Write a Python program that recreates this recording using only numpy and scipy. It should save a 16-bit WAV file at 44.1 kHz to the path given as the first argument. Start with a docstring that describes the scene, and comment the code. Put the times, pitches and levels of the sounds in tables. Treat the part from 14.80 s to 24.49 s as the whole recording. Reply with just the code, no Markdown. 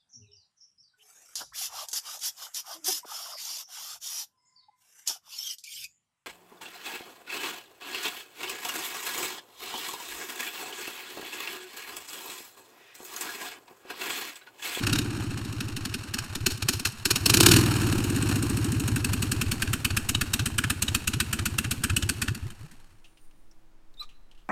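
"""V-twin three-wheeler on a country road

From a roadside microphone: the motorcycle rolls up from a distance with a few bangs, blips its
throttle close by, lopes at idle and is switched off. Its two cylinders fire unevenly, each blowing a
crack of gas and a rising boom out of its open pipe. The valve gear clatters underneath and the trees
answer; in the quiet afterwards, metal ticks and the frame squeaks over a light breeze."""
import sys
import numpy as np
from scipy import signal
from scipy.fft import rfft, irfft, next_fast_len
from scipy.io import wavfile

SR = 44100
rng = np.random.default_rng(int(sys.argv[2]) if len(sys.argv) > 2 else 0)


def file_out(sig):
    """Save sig as 16-bit WAV at sys.argv[1]."""
    # one column per channel
    cols = np.atleast_2d(sig).T
    # limit, then scale
    lim = np.clip(cols, -1, 1)
    pcm = np.round(lim * 32767).astype(np.int16)
    wavfile.write(sys.argv[1], SR, pcm)


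N = 427329
TIME = np.arange(N) / SR
IDLE_CYCLE_S = .125

# The engine slows up the road, is blipped, sinks to idle and runs down: time_s, cycles_per_s
ENGINE_SPEED = [(0.0, 14.932), (0.15, 17.348), (0.66, 13.134), (0.82, 12.744), (1.45, 9.081), (2.0, 8.936),
                (2.18, 6.602), (2.31, 10.37), (2.44, 9.329), (2.55, 14.866), (2.76, 21.024), (3.04, 18.448),
                (3.58, 14.444), (4.88, 8.976), (5.16, 8.215), (5.77, 8.055), (5.83, 8.569), (6.14, 7.846),
                (7.48, 7.892), (7.9, 3.897)]
# Throttle opening, 0 shut to 1 open: time_s, opening
THROTTLE = [(0, 0.2), (2.6, 0.97), (2.9, 0.08), (4, 0)]
# Gas flow, each cylinder's ordinary cracks and the rear boom, from the roadside: time_s, level_db
GAS_FLOW = [(0, -28.5), (.15, -24), (.3, -30.5), (1.2, -39), (2.2, -42), (2.55, -21), (2.77, -16.5),
            (2.84, -24.5), (3.4, -23), (5.2, -28.5), (7.45, -28.5), (7.7, -44.5), (8.3, -56.5)]
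FRONT_CRACK_LEVEL = [(0, -47.5), (.07, -22.5), (.18, -20.5), (.26, -52), (.6, -40.5), (2.15, -44),
                     (2.46, -14), (2.67, -11.5), (2.76, -16.5), (2.82, -32.5), (3.9, -33.5), (4.2, -26),
                     (5.05, -20), (7.43, -21), (7.55, -36), (7.92, -54.5)]
REAR_CRACK_LEVEL = [(0, -29), (.16, -24.5), (.28, -55), (.75, -43.5), (2.42, -42.5), (2.5, -14.5),
                    (2.76, -19.5), (2.84, -50.5), (4.7, -35.5), (5.35, -21), (7.48, -23), (7.65, -61.5)]
REAR_BOOM_LEVEL = [(0, -29.5), (.85, -34), (1.25, -39.5), (1.9, -30.5), (2.2, -46.5), (2.31, -31.5),
                   (2.75, -18), (2.82, -24), (3.25, -27.5), (3.95, -25.5), (4.3, -27), (7.48, -26.5),
                   (7.8, -41.5), (8.1, -58.5)]
# Scatter between idle firings: front_crack_db, rear_crack_db, rear_boom_db
FIRING_SCATTER = [.7, .7, 2.2]
# Hard firings on the approach: start_s, level_db
BANGS = [(0.809, -30.5), (.969, -30.5), (1.056, -29), (1.145, -27.5), (1.343, -25.5), (1.389, -25),
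         (1.556, -29.5), (1.667, -18), (1.826, -25.5), (1.89, -18), (2, -31), (2.056, -18.5),
         (2.258, -18.5), (2.31, -14.5), (2.362, -21.5)]
# Spells when the rear cylinder misses every other firing: start_s, end_s
MISFIRE_SPELLS = [(4.72, 7.05), (7.3, 7.4)]

# Colour of the cracks at idle and under throttle: frequency_hz, gain_db
IDLE_COLOUR = [(260, -49), (450, -19), (950, -15.5), (1490, -6.5), (2080, -12.5), (2620, -3), (4700, -10.5),
               (8170, -8.5), (14200, -13.5), (16000, -30.5)]
LOAD_COLOUR = [(240, -15), (370, 8), (580, -10), (760, -1.5), (1420, -6.5), (1900, -8.5), (2850, -1),
               (5300, 3), (7800, -3.5), (12600, -3.5), (16000, -20)]
# Upper and lower resonances of the pipes: pitch_hz, width_hz, gain_db
PIPE_MODES = [(1600, 850, 6), (2480, 360, 2.5), (3020, 130, 4), (3883, 87, -1), (4390, 380, 5),
              (5900, 180, 1.5), (6940, 170, 3), (8180, 810, 3)]
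LOW_PIPE_MODES = [(348, 8.9, 6)]
# Each pipe's boom at idle, from the opening of its exhaust valve: time_s, pitch_hz, gain_db
FRONT_BOOM_GLIDE = [(0, 170, -10), (.006, 177.5, 2), (0.014, 236.5, -8.5), (0.026, 256, -2.5),
                    (.04, 330, -24.5), (0.065, 365.6, -35.5)]
REAR_BOOM_GLIDE = [(0, 76.7, -5.5), (.008, 80.8, 6), (0.021, 95.9, -3), (0.039, 122.6, 4.5),
                   (.051, 126, -10.5), (.09, 144.9, -28.5)]
# Part of a cycle for which a pipe booms: throttle_shut_share, throttle_open_share
BOOM_SHARE = [.7, .47]
# How well the open pipe ends radiate: frequency_hz, gain_db
PIPE_RADIATION = [(20, -14.5), (70, 5.5), (400, 5.5), (560, -8.5)]
# Gas churning in the pipes: frequency_hz, gain_db
CHURN_COLOUR = [(25, -30), (105, 0), (180, -4), (350, -7), (560, -24.5), (1200, -51)]
# Sharp idle firings that ring the pipe: start_s, level_db, pitch_hz
PINGS = [(5.055, -21, 2656), (5.352, -17, 3800), (6.084, -20.5, 3795), (6.28, -21.5, 2708),
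         (6.404, -22, 3900), (7.171, -19, 2630)]
# Unburnt fuel rasping behind some bangs: start_s, level_db
AFTERBURNS = [(1.7, -30), (1.925, -29), (2.059, -30.5)]

# Hiss of the front exhaust valve cracking open: time_s, level_db
LEAK_LEVEL = [(0, -44), (2.8, -48), (3.5, -33.5), (7.45, -28), (7.6, -54)]
# Its colour: frequency_hz, gain_db
LEAK_COLOUR = [(1500, -29.5), (7000, 1.5), (12500, -2.5), (16000, -27.5)]
# Its whistle: pitch_hz, width_hz, gain_db
LEAK_WHISTLE = [(8260, 420, 13)]
# Clatter of valve gear and chain: time_s, level_db
CLATTER_LEVEL = [(0, -39.5), (.8, -45.5), (2.25, -49), (2.68, -30.5), (2.85, -33.5), (3.1, -36), (5.3, -47),
                 (7.45, -48.5), (7.8, -57.5), (8.4, -68)]
# Its colour: frequency_hz, gain_db
CLATTER_COLOUR = [(240, -32.5), (450, -3), (800, 3), (1420, -3.5), (2050, -3.5), (8240, -8), (12300, -11),
                  (16000, -27)]

# Last clacks of the engine, then small ticks and scuffs: start_s, level_db, pitch_hz, t60_s
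TICKS = [(7.911, -49, 1810, .1), (8.243, -48, 2800, 0.16), (8.372, -52.5, 2840, 0.09),
         (8.51, -51, 2800, .03), (8.712, -50.5, 5430, 0.055), (9.139, -50.5, 3880, 0.036),
         (9.226, -40, 3770, 0.1), (9.29, -51.5, 2700, 0.19), (9.513, -50.5, 2960, 0.083),
         (9.549, -55, 2920, 0.055), (9.576, -58, 2920, 0.28)]
# The frame's thin slip and its lower, rougher one: time_s, pitch_hz, level_db
THIN_SQUEAK = [(9.172, 3710, -57.5), (9.192, 3600, -52), (9.199, 3930, -37.5), (9.216, 4065, -35.5),
               (9.224, 3970, -47)]
LOW_SQUEAK = [(9.2, 1290, -64), (9.22, 1210, -43.5), (9.246, 1206, -53)]
# Gas seeping from the stopped engine: time_s, level_db
SEEP_LEVEL = [(7.7, -88), (8.45, -72), (8.8, -90)]
# Its colour: frequency_hz, gain_db
SEEP_COLOUR = [(1000, -16), (6000, -7)]
# Its whistle: pitch_hz, width_hz, gain_db
SEEP_WHISTLE = [(9240, 630, 17)]

# The close reflection, weaker once the motorcycle is side on to the microphone: time_s, gain
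CLOSE_ECHO = [(4, .34), (4.7, .18)]
# Decay among the roadside trees: frequency_hz, t60_s
TREE_DECAY = [(200, 1), (2500, 1), (16000, 0.12)]
# Open country air, and wind on the microphone: frequency_hz, gain_db
AIR_COLOUR = [(53, -36.5), (90, -5), (316, -7), (915, -7.5), (9110, -27), (16000, -50.5)]
WIND_COLOUR = [(15, 9.5), (35, -9), (100, -53)]


def amp(db):
    """Decibels to gain."""
    return 10 ** (np.asarray(db) / 20)


def unit_rms(x):
    """Scales to rms 1."""
    return x / np.sqrt(np.mean(x ** 2) + 1e-20)


def curve(rows, t=TIME):
    """Reads every column of a time table at the times t."""
    times, *columns = np.transpose(rows)
    return [np.interp(t, times, column) for column in columns]


def at_frequency(points, hz):
    """Reads a spectrum on a log-frequency axis."""
    points_hz, value = np.transpose(points)
    return np.interp(np.log(hz + 1), np.log(points_hz + 1), value)


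def add(mix, start_s, sound):
    """Mixes a sound in at start_s."""
    start = round(start_s * SR)
    sound = sound[max(-start, 0):]
    part = mix[max(start, 0):][:len(sound)]
    part += sound[:len(part)]


def coloured(x, spectrum, modes=(), size=8192):
    """Minimum-phase filter that keeps the power: a broad spectrum with resonances standing on it."""
    hz = np.fft.rfftfreq(size, 1 / SR)
    peaks_db = sum(height / (1 + (2 * (hz - pitch) / width) ** 2) for pitch, width, height in modes)
    log_gain = np.log(amp(at_frequency(spectrum, hz) + peaks_db))
    mirrored = np.concatenate([log_gain, log_gain[-2:0:-1]])
    taps = np.fft.ifft(np.exp(np.conj(signal.hilbert(mirrored)))).real
    return unit_rms(signal.oaconvolve(x, taps)[:N]) * np.sqrt(np.mean(x ** 2))


def noise(spectrum):
    """Steady noise of rms 1 with the given spectrum."""
    size = next_fast_len(N)
    gain = amp(at_frequency(spectrum, np.fft.rfftfreq(size, 1 / SR)))
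    return unit_rms(irfft(rfft(rng.standard_normal(size)) * gain, size)[:N])


def wander(hz):
    """Smooth random motion of rms 1, about hz changes a second."""
    return unit_rms(np.interp(TIME * hz, np.arange(N), rng.standard_normal(N)))


def firing_times(first_cycles=.11, rear_lag_cycles=.468, standstill_s=8):
    """Front and rear firing times and cycle lengths in seconds, following the engine speed."""
    turns = np.cumsum(curve(ENGINE_SPEED)[0]) / SR
    front = np.interp(np.arange(first_cycles, np.interp(standstill_s, TIME, turns)), turns, TIME)
    cycles = np.diff(front)
    cycles = np.append(cycles, 1.9 * cycles[-1])  # the final cycle crawls
    firings = np.concatenate([front, front + rear_lag_cycles * cycles])
    for start_s, _ in BANGS:
        firings[np.argmin(abs(firings - start_s))] = start_s  # the nearest firing becomes the bang
    return *np.split(firings, 2), cycles


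def firing_levels(miss_crack_db=-29.5, miss_boom_db=-9):
    """Front crack, rear crack and rear boom of each cycle in dB: uneven, with misses and bangs."""
    front, rear, cycles = firing_times()
    unsteadiness = np.minimum(cycles / IDLE_CYCLE_S, 1) ** 2  # steadier at speed
    scatter_db = (FIRING_SCATTER * rng.standard_normal((len(front), 3))).T * unsteadiness
    missed = np.zeros(len(rear))
    for start_s, end_s in MISFIRE_SPELLS:
        missed[np.flatnonzero((rear > start_s) & (rear < end_s))[::2]] = 1
    front_db = curve(FRONT_CRACK_LEVEL, front)[0] + scatter_db[0]
    rear_db = curve(REAR_CRACK_LEVEL, rear)[0] + scatter_db[1] + miss_crack_db * missed
    crack_db = np.concatenate([front_db, rear_db])
    for start_s, level_db in BANGS:
        crack_db[np.argmin(abs(np.concatenate([front, rear]) - start_s))] = level_db
    boom_db = curve(REAR_BOOM_LEVEL, rear)[0] + scatter_db[2] + miss_boom_db * missed
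    return *np.split(crack_db, 2), boom_db


def jet_envelope(times, levels_db, cycles, rise_s, hold_s, fall_s, tail_db, tail_s):
    """At each valve opening the jet swells, holds, collapses and scatters off the road."""
    t, out = np.arange(-SR // 50, SR // 10) / SR, np.zeros(N)
    for start_s, level_db, cycle_s in zip(times, levels_db, cycles):
        length = min(cycle_s / IDLE_CYCLE_S, 1) ** 0.3  # a faster engine makes shorter cracks
        half_hold = hold_s / 2 * length
        before, after = np.minimum(t + half_hold, 0), np.maximum(t - half_hold, 0)
        swell = np.exp(-(before / rise_s) ** 2)
        decay = np.exp(-after / (fall_s * length)) + amp(tail_db) * np.exp(-after / tail_s)
        add(out, start_s + t[0], amp(level_db) * swell * decay)
    return out


def exhaust_cracks(front_db, rear_db, gain_db=-1.44, ragged_db=2, heat_spread=0.049, burn_kinds=6):
    """Turbulent jets ring the pipes' upper resonances; at idle the rear one is duller."""
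    front, rear, cycles = firing_times()
    gas = rng.standard_normal(N) * unit_rms(amp(ragged_db * wander(900)))
    front_jet = gas * jet_envelope(front, front_db, cycles, rise_s=0.0036, hold_s=0.0035,
                                   fall_s=0.0053, tail_db=-24.5, tail_s=0.15)
    rear_jet = gas * jet_envelope(rear, rear_db, cycles, rise_s=0.0035, hold_s=0.0023,
                                  fall_s=0.0056, tail_db=-28, tail_s=0.0037)
    dull_rear = signal.sosfilt(signal.butter(1, 5500, fs=SR, output="sos"), rear_jet)
    throttle = np.clip(curve(THROTTLE)[0], 0, 1)
    # Idle firings burn differently: each kind favours some resonances, and its heat shifts them.
    cycle_index = np.searchsorted(front[1:] - cycles[:-1] / 10, TIME)
    kind = rng.integers(0, burn_kinds, len(front))[cycle_index]
    hz, width, height = np.transpose(PIPE_MODES)
    favour = rng.uniform(0, 2.3, (burn_kinds, len(hz)))
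    shift = 1 + heat_spread * rng.standard_normal(burn_kinds)
    idle_jet = (front_jet + dull_rear) * np.sqrt(1 - throttle)
    idle = sum(coloured(idle_jet * (kind == k), IDLE_COLOUR,
                        zip(hz * shift[k], width, height * favour[k])) for k in range(burn_kinds))
    load = coloured((front_jet + rear_jet) * np.sqrt(throttle), LOAD_COLOUR, PIPE_MODES)
    return amp(gain_db) * (idle + load)


def booms(times, levels_db, cycles, glide, lead_s, shrink, heat, overtone, overtone_db, bark_db, waver):
    """Pipe and open cylinder ring until the valve shuts; the note climbs as the piston rises."""
    t, out = np.arange(SR // 8) / SR, np.zeros(N)
    fade = np.linspace(1, 0, len(t)) ** .2
    chances = rng.standard_normal(len(times))
    for start_s, level_db, cycle_s, chance in zip(times, levels_db, cycles, chances):
        speed = np.clip(IDLE_CYCLE_S / cycle_s, .7, 3)
        hz, shape_db = curve(glide, t * speed ** shrink)
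        hz = hz.max() * (hz / hz.max()) ** (speed ** -.55)  # the climb is shallower at speed
        throttle = curve(THROTTLE, start_s)[0]
        revving = throttle * np.log2(speed)
        sharpening = 1 + 0.071 * revving + waver * chance / speed
        phase = 2 * np.pi * np.cumsum(hz * speed ** heat * sharpening) / SR  # hotter gas rings higher
        ring = np.sin(phase) + amp(overtone_db + bark_db * revving) * np.sin(overtone * phase)
        open_s = np.interp(throttle, [0, 1], BOOM_SHARE) * cycle_s
        valve = 1 / (1 + (t / open_s) ** 8)
        add(out, start_s - lead_s, amp(level_db + shape_db) * ring * valve * fade)
    return out


def thumps(times, levels_db, delay_s, width_s):
    """A slug of gas leaves the pipe just behind each crack: one short push."""
    t, out = np.arange(-SR // 50, SR // 50) / SR, np.zeros(N)
    push = (1 - 2 * (t / width_s) ** 2) * np.exp(-(t / width_s) ** 2)
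    for start_s, level_db in zip(times, levels_db):
        add(out, start_s + delay_s + t[0], amp(level_db) * push)
    return out


def pipe_rumble(front_crack_db, rear_crack_db, rear_boom_db, crack_share=0.91, churn_db=-16):
    """Both pipes thump and boom in turn over churning gas; a harder firing thumps harder."""
    front, rear, cycles = firing_times()
    flow_db = curve(GAS_FLOW, front)[0]
    surplus_db = front_crack_db - curve(FRONT_CRACK_LEVEL, front)[0]  # above an ordinary firing
    front_boom = booms(front, flow_db + 0.5 * surplus_db, cycles, FRONT_BOOM_GLIDE, lead_s=0.0014,
                       shrink=-0.017, heat=0.11, overtone=1.65, overtone_db=-11.5,
                       bark_db=-1.5, waver=0.061)
    rear_boom = booms(rear, rear_boom_db, cycles, REAR_BOOM_GLIDE, lead_s=0.00461,
                      shrink=0.48, heat=-0.065, overtone=3.1, overtone_db=-16.5,
                      bark_db=12, waver=0.059)
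    front_push_db = flow_db + crack_share * (front_crack_db - flow_db)
    rear_push_db = flow_db + crack_share * (rear_crack_db - flow_db)
    pushes = thumps(front, front_push_db, delay_s=0.0027, width_s=0.004)
    pushes += thumps(rear, rear_push_db, delay_s=0.0038, width_s=0.0018)
    pushes *= amp(-10 * curve(THROTTLE)[0])  # with the throttle open the gas flows more evenly
    # Above idle the churning fills the gaps between booms.
    doublings = np.maximum(np.log2(curve(ENGINE_SPEED)[0] * IDLE_CYCLE_S), 0)
    churn = noise(CHURN_COLOUR) * amp(curve(GAS_FLOW)[0] + churn_db + 4.5 * doublings)
    pulses = amp(1.15) * front_boom + amp(0.27) * rear_boom + amp(-2) * pushes
    return coloured(pulses, PIPE_RADIATION, LOW_PIPE_MODES) + churn


def pipe_pings(rise_s=0.0028, fall_s=0.0026, shared_hz=2960, shared_db=-4):
    """A sharp firing clanks the pipe on two notes: its own, and one that all the pings share."""
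    t, out = np.arange(-SR // 100, SR // 20) / SR, np.zeros(N)
    swell = np.exp(-(np.minimum(t, 0) / rise_s) ** 2 - np.maximum(t, 0) / fall_s)
    flutter = 1 + 0.012 * wander(1000)
    for start_s, level_db, pitch_hz in PINGS:
        phase_per_hz = 2 * np.pi * np.cumsum(flutter[round(start_s * SR):][:len(t)]) / SR
        ring = np.sin(pitch_hz * phase_per_hz) + amp(shared_db) * np.sin(shared_hz * phase_per_hz)
        add(out, start_s + t[0], amp(level_db) * swell * ring)
    return out


def afterburns(rise_s=0.0062, fall_s=0.019, ragged_db=3):
    """Late burning gas makes a soft, ragged rasp in the pipe."""
    t, flow = np.arange(SR // 6) / SR, np.zeros(N)
    flare = np.minimum(t / rise_s, 1) * np.exp(-np.maximum(t - rise_s, 0) / fall_s)
    for start_s, level_db in AFTERBURNS:
        add(flow, start_s, amp(level_db) * flare)
    gas = rng.standard_normal(N) * unit_rms(amp(ragged_db * wander(460)))
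    return coloured(flow * gas, LOAD_COLOUR, PIPE_MODES)


def valve_leak(lead_s=0.0027):
    """A thin, bright spit of gas runs just ahead of each front crack."""
    front, _, cycles = firing_times()
    flow = jet_envelope(front - lead_s, curve(LEAK_LEVEL, front)[0], cycles, rise_s=0.0021,
                        hold_s=0.0016, fall_s=0.0011, tail_db=-10, tail_s=0.02)
    return coloured(flow * rng.standard_normal(N), LEAK_COLOUR, LEAK_WHISTLE)


def valve_gear(rattle_db=2.5, knocks_per_s=45, knock_s=0.0036, tappet_gain=0.53):
    """Gears and chain knock at random, a tappet clicks as each valve opens, and the case rings."""
    blows = (rng.random(N) < knocks_per_s / SR) * np.minimum(rng.exponential(1, N), 2)
    front, rear, _ = firing_times()
    for times, share in (front, 1), (rear, .5):
        for start_s, force in zip(times, rng.uniform(0.17, 0.97, len(times))):
            add(blows, start_s, np.array([tappet_gain * share * force]))
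    knocks = signal.lfilter([1], [1, -np.exp(-1 / (knock_s * SR))], blows)
    shaking = unit_rms(amp(rattle_db * wander(180)) + knocks) * rng.standard_normal(N)
    case_mode = (2760, 140, 4)  # pitch_hz, width_hz, gain_db
    rattle = coloured(shaking, CLATTER_COLOUR, PIPE_MODES + [case_mode])
    turning = np.interp(TIME, [7.9, 8.5], [1, 0])
    return rattle * amp(curve(CLATTER_LEVEL)[0]) * turning


def metal_ticks(width_hz=330, contact_db=-10, contact_edge_hz=7000, rise_s=0.0011):
    """Hot metal and the controls tick and scuff as the engine comes to rest and the rider sits up."""
    t, out = np.arange(SR // 5) / SR, np.zeros(N)
    radius = np.exp(-np.pi * width_hz / SR)
    lowpass = signal.butter(2, contact_edge_hz, fs=SR, output="sos")
    for start_s, level_db, pitch_hz, t60_s in TICKS:
        grain = rng.standard_normal(len(t))
        resonator = [1, -2 * radius * np.cos(2 * np.pi * pitch_hz / SR), radius ** 2]
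        ring = unit_rms(signal.lfilter([1, 0, -1], resonator, grain))
        contact = unit_rms(signal.sosfilt(lowpass, grain))
        envelope = np.minimum(t / rise_s, 1) * np.exp(-np.log(1000) * t / t60_s)
        add(out, start_s, amp(level_db) * (ring + amp(contact_db) * contact) * envelope / 2)
    return out


def frame_squeak(glide, roughness, harmonics_db, third_slip=0):
    """A joint sticks and slips as the rider sits up; every third slip may be stronger."""
    hz, level_db = curve(glide)
    phase = 2 * np.pi * np.cumsum(hz * (1 + roughness * wander(1200))) / SR
    tone = sum(amp(db) * np.sin(k * phase) for k, db in enumerate(harmonics_db, 1))
    tone *= 1 + third_slip * np.cos(phase / 3)
    sounding = (TIME > glide[0][0]) & (TIME < glide[-1][0])
    return np.sqrt(2) * amp(level_db) * tone * sounding


def seeping_gas(waver_db=3):
    """Gas leaves the stopped engine in a faint hiss that swells, wavers and fades."""
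    sounding = (TIME > SEEP_LEVEL[0][0]) & (TIME < SEEP_LEVEL[-1][0])
    level_db = curve(SEEP_LEVEL)[0] + waver_db * wander(20)
    return coloured(rng.standard_normal(N), SEEP_COLOUR, SEEP_WHISTLE) * amp(level_db) * sounding


def close_reflection(x, notch_spacing_hz=1358):
    """One very close reflection cuts evenly spaced notches, so the engine sounds hollow."""
    size = next_fast_len(N)
    delay = np.exp(-2j * np.pi * np.fft.rfftfreq(size, 1 / SR) / notch_spacing_hz)
    return x + curve(CLOSE_ECHO)[0] * irfft(rfft(x, size) * delay, size)[:N]


def distance(x, far_share=0.43, edge_hz=6500):
    """Air and ground dull the treble while the motorcycle is still far from the microphone."""
    dull = signal.sosfiltfilt(signal.butter(2, edge_hz, fs=SR, output="sos"), x)
    return x + np.interp(TIME, [1.3, 2.4], [far_share, 0]) * (dull - x)


def tree_echo(x, onset_s=0.0054, echoes_per_s=2000):
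    """Trunks along the road scatter a thin, late tail back to the microphone."""
    echoes = rng.standard_normal(SR) * (rng.random(SR) < echoes_per_s / SR)
    hz, t, bands = signal.stft(echoes, SR, nperseg=256)
    t60_s = at_frequency(TREE_DECAY, hz)[:, None]
    envelope = np.exp(-np.log(1000) * t / t60_s) * (1 - np.exp(-t / onset_s))
    tail = signal.istft(bands * envelope, SR, nperseg=256)[1]
    return signal.oaconvolve(x, tail / np.linalg.norm(tail))[:N]


def country_air(air_db=-69.5, wind_db=-47, gust_db=3, hum_hz=318, hum_db=-73):
    """Quiet open air, a breeze on the microphone and a faint hum far off."""
    air = noise(AIR_COLOUR)
    highpass = signal.butter(4, 100, "high", fs=SR, output="sos")
    air /= np.std(signal.sosfilt(highpass, air))  # air_db is the level above 100 Hz
    wind = noise(WIND_COLOUR) * amp(wind_db + gust_db * wander(6))
    hum = np.sqrt(2) * np.sin(2 * np.pi * np.cumsum(hum_hz + 8 * wander(24)) / SR)
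    hum_fade = np.interp(TIME, [8.9, 9.4], [1, .4])
    return amp(air_db) * air + wind + amp(hum_db) * hum * hum_fade


def scene(trees_db=-21):
    """The motorcycle, the trees and the open air at one roadside microphone."""
    front_db, rear_db, rear_boom_db = firing_levels()
    exhaust = exhaust_cracks(front_db, rear_db) + pipe_pings() + valve_leak() + afterburns()
    exhaust += pipe_rumble(front_db, rear_db, rear_boom_db)
    engine = distance(close_reflection(exhaust + valve_gear()))
    squeaks = frame_squeak(THIN_SQUEAK, roughness=.009, harmonics_db=[0, -24, -23], third_slip=0.089)
    squeaks += frame_squeak(LOW_SQUEAK, roughness=0.048, harmonics_db=[-1.5, -11, -16])
    settling = metal_ticks() + squeaks + seeping_gas()
    echo = amp(trees_db) * tree_echo(engine + 0.59 * settling)
    return (engine + settling + echo + country_air())[None]


def record(dry, overload_peak=.75, edge_hz=16100):
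    """The microphone rounds off the hardest cracks, then the top of the treble is cut."""
    rounded = dry / (1 + (dry / overload_peak) ** 6) ** (1 / 6)
    lowpass = signal.firwin(511, edge_hz, window=("kaiser", 9), fs=SR)
    return signal.oaconvolve(rounded, lowpass[None], "same")


dry = scene()
out = record(dry)
file_out(out)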